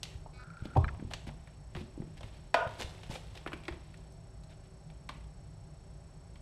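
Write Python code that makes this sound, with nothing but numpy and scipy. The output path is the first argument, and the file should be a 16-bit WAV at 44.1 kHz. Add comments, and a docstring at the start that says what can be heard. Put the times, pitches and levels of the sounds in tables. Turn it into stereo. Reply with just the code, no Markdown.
"""Two cats at play on carpet

Two cats play with a soft toy in a small hard-walled room, close to a camera on the floor. Claws drag and
tick in the pile and paws thud; a cat bumps the stand, which rings while the camera rattles on it, and the
toy smacks down with a hollow ringing tail. Ventilation rumbles underneath. The camera adds the buzz
of its focus motor and a faint electrical whine that pulses at its frame rate."""
import sys
import numpy as np
from scipy import signal
from scipy.fft import rfft, irfft
from scipy.io import wavfile
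from scipy.ndimage import uniform_filter1d

SR = 44100
rng = np.random.default_rng(int(sys.argv[2]) if len(sys.argv) > 2 else 0)


def unload_audio(sound):
    """Save the sound as a 16-bit wav file, at the path given as the first command line argument."""
    columns = np.transpose(np.atleast_2d(sound))
    # keep every value between -1 and 1, then stretch to whole-number steps
    steps = np.round(np.clip(columns, -1, 1) * 32767)
    wavfile.write(sys.argv[1], SR, steps.astype(np.int16))


N = 282897
FRAME_HZ = 30


def gain_of(db):
    return 10 ** (np.asarray(db) / 20)


def unit_rms(x):
    return x / np.sqrt(np.mean(x ** 2) + 1e-20)


def unit_peak(x):
    return x / np.abs(x).max()


def curve_at(points, hz):
    f, value = np.transpose(points)
    return np.interp(np.log(hz + 1), np.log(f + 1), value)


def add(mix, s, sound):
    part = mix[..., round(s * SR):][..., :sound.shape[-1]]
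    part += sound[..., :part.shape[-1]]


def band(x, lo_hz, hi_hz):
    return signal.sosfilt(signal.butter(2, [lo_hz, hi_hz], "bandpass", fs=SR, output="sos"), x)


def panned(x, pan_db):
    return x * gain_of([[pan_db / 2], [-pan_db / 2]])


def resonate(x, hz, width):
    """Resonance: two like resonators in cascade give a peak with steep skirts."""
    pole = np.exp((2j * hz - width) * np.pi / SR)
    for _ in range(2):
        x = 2 * signal.lfilter([1 - abs(pole)], [1, -pole], x).real
    return x


def pair(x, coherence, lag=4):
    """Partial coherence: two microphone ports share part of a noise, the left one lag samples late."""
    right = coherence * x[0] + np.sqrt(1 - coherence ** 2) * x[1]
    return np.array([np.roll(x[0], lag), right])


def room(x):
    """Reverberation: sparse reflections of random sign decay exponentially, each band at its own rate."""
    # likeness of the reflections at the two ports: f/Hz, coherence
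    likeness = [(130, 0.96), (630, 1), (1400, -0.42), (3000, -0.071), (15000, -0.7)]
    # reverberation time: f/Hz, T60/s
    decay = [(100, 0.73), (500, 0.42), (1000, 0.58), (2000, 0.46), (4000, 0.42), (10000, 0.58)]
    echoes = np.zeros((2, SR))
    arrivals = np.arange(120, SR - 20, 20) + rng.integers(0, 20, (2, (SR - 121) // 20))
    np.put_along_axis(echoes, arrivals, rng.choice([-1., 1.], arrivals.shape), 1)
    hz, t, spectra = signal.stft(echoes, SR, nperseg=256)
    spectra = pair(spectra, curve_at(likeness, hz)[:, None], lag=0)
    tail = signal.istft(spectra * gain_of(-60 * t / curve_at(decay, hz)[:, None]), SR, nperseg=256)[1]
    return signal.fftconvolve(x[None], tail / np.linalg.norm(tail[0]), axes=1)[:, :N]


def ventilation():
    """Broadband noise, coherent at low frequencies, with narrow duct resonances."""
    # background rumble and hiss, cut off steeply above about 12 kHz: f/Hz, relative spectral level/dB
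    spectrum = [(12, -51), (30, -3.5), (45, -2), (76, -9), (150, -6), (195, -17), (420, -23.5), (700, -24),
                (1300, -31), (3000, -38.5), (8500, -44), (11500, -53), (12500, -89), (15000, -82)]
    # likeness of the noise at the two ports: f/Hz, coherence
    likeness = [(60, 0.97), (180, 0.77), (540, 0.17), (1630, 0.027), (4890, 0.06), (14700, 0.057)]
    # duct resonances: f/Hz, width/Hz, level/dB
    ducts = [(55.6, 14.2, -55), (102.3, 10.8, -59.5), (156, 15.3, -58), (379.9, 10.1, -70.5),
             (580, 29, -74), (632.2, 14, -75.5), (671, 4.6, -77), (799, 53, -74.5)]
    hz = np.fft.rfftfreq(8192, 1 / SR)
    a, b, c, d = rng.standard_normal((N // 2048 + 5, len(hz), 4)).T
    spectra = pair([a + 1j * b, c + 1j * d], curve_at(likeness, hz)[:, None], lag=0)
    spectra *= gain_of(curve_at(spectrum, hz))[:, None]
    wash = gain_of(-52.5) * unit_rms(signal.istft(spectra, nperseg=8192, noverlap=6144)[1][:, :N])
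    flow = rng.standard_normal(N)
    return wash + sum(gain_of(db) * unit_rms(resonate(flow, f, width)) for f, width, db in ducts)


def camera_whine():
    """Electrical crosstalk: data bursts and sensor tones repeat each frame over a clock's harmonics."""
    # tones heard while data is sent: f/Hz, level/dB
    data_tones = [(7000, -83), (8000, -70), (9000, -86)]
    # sensor tones that restart each frame: f/Hz, left peak level/dB, right peak level/dB
    sensor_tones = [(5470, -68, -78), (10530, -80, -90)]
    # spectral envelope of the clock: f/Hz, relative level/dB
    clock_spectrum = [(3000, -27), (4400, 12.5), (4700, -21), (6400, 6), (7200, -41), (9800, -25),
                      (12000, 2.5)]
    clock_hz, burst_s = 200, .0121
    t = np.arange(N) / SR
    frame_t = (t - .0032) % (1 / FRAME_HZ)
    sending = uniform_filter1d(1. * (frame_t < burst_s), size=30)
    data = sending * np.sqrt(2) * sum(gain_of(db) * np.sin(2 * np.pi * hz * t) for hz, db in data_tones)
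    lag_rad = np.c_[[0, 1.9]]
    sensor = sum(gain_of([[left], [right]]) * np.sin(2 * np.pi * hz * frame_t - lag_rad)
                 for hz, left, right in sensor_tones)
    clock = np.zeros(N)
    for hz in clock_hz * np.arange(15, 60):
        db = curve_at(clock_spectrum, hz) + 1.9 * rng.standard_normal()
        clock += gain_of(db) * np.sin(2 * np.pi * (hz * t + rng.random()))
    hiss = unit_rms(resonate(rng.standard_normal(N), 4470, 500))
    return data + sensor + gain_of(-82.5) * unit_rms(clock) + gain_of(-85) * hiss


def carpet_friction():
    """Stick-slip friction: fibres snap one by one over the smooth noise of brushing fur."""
    # spells of fur on carpet: start t/s, end t/s, first level/dB, last level/dB
    spells = [(0.584, 1.55, -66.5, -71), (1.694, 2.503, -72.5, -69), (2.69, 4.084, -56, -70)]
    # paw strokes through the pile: t/s, duration/s, level/dB, treble/dB re level
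    strokes = [(0.005, 0.19, -59.5, -22), (0.643, 0.025, -55.5, -18), (0.768, 0.01, -45.5, -12),
               (1.103, 0.032, -52, -15), (1.264, 0.032, -51.5, -12), (1.745, 0.089, -54.5, -16),
               (2.168, 0.025, -57, -23), (2.216, 0.097, -62.5, -12), (2.315, 0.081, -63.5, -20),
               (2.781, 0.066, -44, -8), (3.088, 0.1, -48, -6), (3.34, 0.049, -58, -23),
               (4.486, 0.058, -60.5, -18), (4.632, .04, -66.5, -9), (5.092, 0.11, -68, -7),
               (5.234, 0.016, -64, -15)]
    bands = ((1150, 4360, 0.43), (3540, 9100, -0.64), (197, 1190, 0.99))  # low f/Hz, high f/Hz, coherence
    strength = gain_of(4.6 * np.minimum(rng.exponential(1, N), 3))
    snaps = strength * (rng.random(N) < 700 / SR) * rng.standard_normal((2, N))
    rub = 0.41 * unit_rms(snaps) + 0.69 * rng.standard_normal((2, N))
    envelopes = np.zeros((3, N))  # middle, treble and low band
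    for start, end, first_db, last_db in spells:
        ramp_db = np.linspace(first_db, last_db, round((end - start) * SR))
        add(envelopes, start, gain_of(ramp_db + np.c_[[0, -11.5, -2]]))
    for s, length, db, treble_db in strokes:
        swell = signal.windows.tukey(round(length * SR), .6)
        add(envelopes, s, gain_of(db + np.c_[[0, treble_db, -3.5]]) * swell)
    envelopes *= gain_of(2.05 * unit_rms(band(rng.standard_normal((3, N)), 22, 116)))  # catch and slip
    out = sum(envelope * unit_rms(band(pair(rub, coherence), lo, hi))
              for envelope, (lo, hi, coherence) in zip(envelopes, bands))
    out = panned(out, pan_db=-0.91)
    return out + gain_of(-6) * room(out[1])


def taps():
    """Impact noise: a brief contact gives a broad spectrum, with a dull body below and treble above."""
    # claws, paws and toy landing: t/s, centre level/dB, centre f/Hz, body/dB re centre, left-right/dB
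    impacts = [(0.0312, -22.5, 3760, -22, -2), (0.053, -41.5, 2030, -8, -2), (0.2592, -59, 1100, 20, 2),
               (0.6549, -48.5, 1400, 4, 8), (0.7528, -38, 1280, 2, -2), (0.7668, -37.5, 1100, 17.5, 3),
               (0.9467, -49.5, 1800, 4, -4), (0.998, -45, 1560, -0.5, -1), (1.1124, -37.5, 1730, 0.5, 1),
               (1.1357, -24, 2880, -13.5, -1.5), (1.2687, -40.5, 1430, -3, 0),
               (1.2898, -40.5, 1700, 2, -3.5), (1.474, -44.5, 1880, -6.5, -1),
               (1.7504, -33.5, 2030, -6.5, -3), (1.764, -35, 2030, -6.5, 2), (2.0194, -46, 1320, 1, -2),
               (2.208, -43, 3200, 1, -1), (2.2314, -38.5, 2140, -5, -2), (2.5423, -13, 1950, -4.5, -2.5),
               (2.6737, -35.5, 1900, -4, -6), (2.894, -43.5, 3650, -5, -3), (3.0333, -36, 2600, -11, 0),
               (3.108, -42, 3460, 2, 0), (3.1553, -34.5, 2430, -4.5, 2), (3.3539, -39.5, 3050, -6.5, 3),
               (3.374, -37, 2760, -25, -7.5), (3.4627, -28, 1150, -14, 8.5), (3.4747, -29, 1820, -10.5, -8),
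               (3.5197, -35, 1140, -14, 15), (3.5317, -26.5, 1520, -18, -3), (3.6358, -41, 2480, -19, -4),
               (3.6529, -43, 2360, -11, 12), (3.682, -26.5, 2020, -8, -6), (3.7246, -40, 1820, -4, -1),
               (3.9417, -43, 1910, -17, 0), (3.9736, -54, 4500, -11, -11), (4.122, -52, 6000, -19, 0),
               (4.436, -51.5, 4330, -13, -3), (4.9012, -47.5, 2280, -9, -1), (5.0905, -30.5, 2270, -8, -3),
               (5.094, -31.5, 1110, -20, 6), (5.2085, -54, 2300, -15, 0), (6.357, -45.5, 2200, -14, -1)]
    t60 = .04
    direct, to_walls, t = np.zeros((2, N)), np.zeros(N), np.arange(4000) / SR
    for s, db, hz, body_db, pan_db in impacts:
        puff = rng.standard_normal((2, len(t))) * gain_of(-60 * t / t60)
        puff[:, 0] += 3  # the first contact is a click
        body = band(band(pair(puff, 0.91), 470, 1080), 470, 1080)
        centre = band(pair(puff, 0.04, lag=0), hz / 1.78, hz * 1.72)
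        centre += 0.72 * band(pair(puff, 0.72, lag=0), hz / 1.13, hz * 1.085)
        treble = band(pair(puff, .2, lag=0), 3800, 9500)
        treble_db = -19 - 0.28 * (db + 37)  # harder taps have a smaller share of treble
        tap = unit_peak(centre) + gain_of(body_db) * unit_peak(body)
        tap = gain_of(db) * (tap + gain_of(treble_db) * unit_peak(treble))
        add(direct, s, panned(tap, pan_db))
        colour = np.sqrt(abs(uniform_filter1d(abs(rfft(tap[1])) ** 2, size=40)))
        add(to_walls, s, np.roll(irfft(colour), 120)[:400])  # the walls return its broad colour
    return direct + gain_of(-5.5) * room(to_walls)


def paw_thuds():
    """Damped oscillation: a soft paw sets the floor swinging, downward first."""
    # paws pushing the floor: t/s, peak level/dB, f/Hz, T60/s
    footfalls = [(0.154, -35, 70.4, 0.11), (0.623, -28.5, 105, 0.041), (0.655, -30.5, 252, 0.014),
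                 (0.839, -20.5, 82.5, 0.056), (0.867, -28.5, 82.5, 0.079), (0.996, -35.5, 221, 0.019),
                 (1.025, -29, 222, 0.016), (1.049, -31, 89.5, .039), (1.272, -38.5, 232, 0.039),
                 (1.284, -35, 125, .05), (1.755, -33.5, 165, 0.027), (1.769, -41.5, 355, 0.13),
                 (1.774, -38, 81, 0.26), (1.812, -36.5, 220, 0.045), (1.977, -34.5, 286, 0.022),
                 (2.002, -27, 163, 0.015), (2.022, -39.5, 335, .032), (2.242, -37, 78, 0.013),
                 (2.544, -38.5, 290, 0.048), (2.667, -32, 99, .05), (2.845, -31.5, 64.5, 0.056),
                 (3.098, -28.5, 129, 0.023), (3.465, -32.5, 350, 0.017), (3.535, -34.5, 315, 0.022),
                 (3.546, -42, 90, 0.042), (3.684, -33.5, 345, 0.064), (3.709, -36.5, 68.8, 0.15),
                 (5.094, -47.5, 258, 0.039)]
    out, t = np.zeros(N), np.arange(9000) / SR
    attack = 1 - np.exp(-t / 0.00087)
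    for s, db, hz, t60 in footfalls:
        swing = -np.sin(2 * np.pi * hz * t) * gain_of(-60 * t / t60) * attack
        add(out, s, gain_of(db) * unit_peak(swing))
    return out + gain_of(-5) * room(out)


def focus_motor():
    """Forced vibration: uneven motor steps, then single nudges, excite the lens barrel's resonances."""
    # barrel modes: f/Hz, width/Hz, relative level/dB (applied to the upper two only)
    barrel = [(1386, 300, 23), (1330, 410, 0), (2350, 280, 10.5), (4120, 1500, -1)]
    (hunt_hz, hunt_width, _), (low_hz, low_width, _), *upper = barrel
    step_hz = 250
    t = np.arange(N) / SR
    steps = np.diff(np.floor(t * step_hz), prepend=0) * (1 + .15 * rng.standard_normal(N))
    buzz = unit_rms(sum(gain_of(db) * resonate(steps, hz, width) for hz, width, db in upper))
    strain = gain_of(np.interp(t, [.375, .4], [-4, 9]))  # the lens meets resistance
    buzz += strain * unit_rms(resonate(steps, low_hz, low_width))
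    running = np.clip((t - .329) / 0.0092, 0, 1) * (t < .437)
    hunting = (t > .39) * (t < .755)
    singing = unit_rms(resonate(rng.standard_normal(N), hunt_hz, hunt_width))
    out = gain_of(-63.5) * running * buzz + gain_of(-61.5) * hunting * singing
    click = signal.unit_impulse(3000)
    tick = sum(gain_of(db) * resonate(click, hz, width) for hz, width, db in upper)
    nudge = unit_peak(resonate(click, hunt_hz, width=89)) + gain_of(-6.5) * unit_peak(tick)
    for frame, db in enumerate(rng.normal(-50.5, 3.5, size=10)):
        add(out, .436 + frame / FRAME_HZ, gain_of(db) * nudge)
    return out


def stand_bumps():
    """Structure-borne sound: the stand's modes reach both ports alike; its low sway builds up last."""
    # blows on the stand: t/s, level/dB
    bumps = [(0.7604, -16.5), (.7685, -22.5)]
    # modes of the stand: f/Hz, level/dB re blow, T60/s, rise time/s
    modes = [(85.7, 10, 0.18, 0.017), (126, -0.5, 0.15, 0.004), (292.6, -10, 0.13, 0.0011),
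             (388, -14, 0.13, 0.0055), (617, -6, 0.065, 0.0029), (789, -3, 0.11, 0.0013)]
    out, t = np.zeros(N), np.arange(20000) / SR
    ring = sum(gain_of(db - 60 * t / t60) * (1 - np.exp(-t / rise)) ** 2 * np.sin(2 * np.pi * hz * t)
               for hz, db, t60, rise in modes)
    for s, db in bumps:
        add(out, s, gain_of(db) * ring)
    return out


def mount_rattle():
    """Impulse excitation: each knock of the shaken camera on its mount rings the plastic case."""
    # knocks: t/s, peak level/dB, left-right/dB, tightness as a factor on frequency
    knocks = [(0.8428, -25, 2, 1.01), (0.8456, -31, 9, .99), (0.88, -34, 7, 1.3), (0.8846, -39.5, 12, 1.5),
              (0.8876, -33, 3, 1.1), (0.89, -45, 15, 0.92)]
    # modes of the case: f/Hz, relative level/dB, T60/s
    modes = [(1233, 3.5, 0.025), (1580, 3, 0.019), (2320, -10, 0.028), (3010, -15, 0.014),
             (4010, -20.5, 0.039)]
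    out, t = np.zeros((2, N)), np.arange(2500) / SR
    attack = (1 - np.exp(-t / 0.0006)) ** 2
    for s, peak_db, pan_db, tight in knocks:
        ring = sum(gain_of(db - 60 * t / t60) * np.sin(2 * np.pi * hz * tight * t)
                   for hz, db, t60 in modes)
        add(out, s, panned(gain_of(peak_db) * unit_peak(ring * attack), pan_db))
    return out + gain_of(-18.5) * room(out[0])


def toy_smack():
    """Decaying resonances: the toy's sharp smack has a hollow ringing tail and a brief clatter."""
    # resonances of the tail: f/Hz, relative level/dB, T60/s
    resonances = [(529, -14, 0.32), (550, -16, 0.75), (677.5, 8, 0.23), (864, -44, 0.24), (908, -4.5, 0.42),
                  (960, -3.5, 0.29), (992, -3, 0.44), (1237, -3, 0.33), (1464, 3, 0.24), (1432, -7, 0.38),
                  (1740, -9, 0.18), (2440, 7, 0.068)]
    strike_s, clatter_s, tick_t60, ticks_per_s = 2.5425, .13, .03, 2000
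    out, ring, t = np.zeros((2, N)), np.zeros((2, SR)), np.arange(SR) / SR
    for hz, db, t60 in resonances:
        lag_rad = np.c_[[hz / 900, 0]] * rng.uniform(0.1, 1)  # higher tones tend to lag more on the left
        ring += gain_of(db - 60 * t / t60) * np.sin(2 * np.pi * hz * t - lag_rad)
    add(out, strike_s, gain_of(-35) * ring * (1 - np.exp(-t / 0.00038)))
    ticks = rng.standard_normal(SR) * (rng.random(SR) < ticks_per_s / SR)
    ticks = band(band(ticks[:round(clatter_s * SR)], 494, 1500), 440, 2000)
    ticks *= gain_of(np.linspace(0, -5, len(ticks)))
    damped_ring = ring * gain_of(-60 * t / tick_t60)
    clatter = signal.fftconvolve(ticks[None], damped_ring, axes=1)
    add(out, strike_s, gain_of(-34) * unit_rms(clatter[:, :round((clatter_s + tick_t60) * SR)]))
    return out + gain_of(-8) * room(out[1])


def scene():
    """Superposition: the pressures of all sources add at the two ports."""
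    return (ventilation() + carpet_friction() + taps() + paw_thuds() + focus_motor()
            + stand_bumps() + mount_rattle() + toy_smack())


def record(dry):
    """Low-pass filtering: the capsules dull the top octave, the whine leaks in, a band limit follows."""
    dull = signal.sosfilt(signal.butter(2, 13000, fs=SR, output="sos"), dry)
    band_limit = signal.firwin(511, 15300, window=("kaiser", 9), fs=SR)
    return signal.oaconvolve(dull + camera_whine(), band_limit[None], "same")


dry = scene()
out = record(dry)
unload_audio(out)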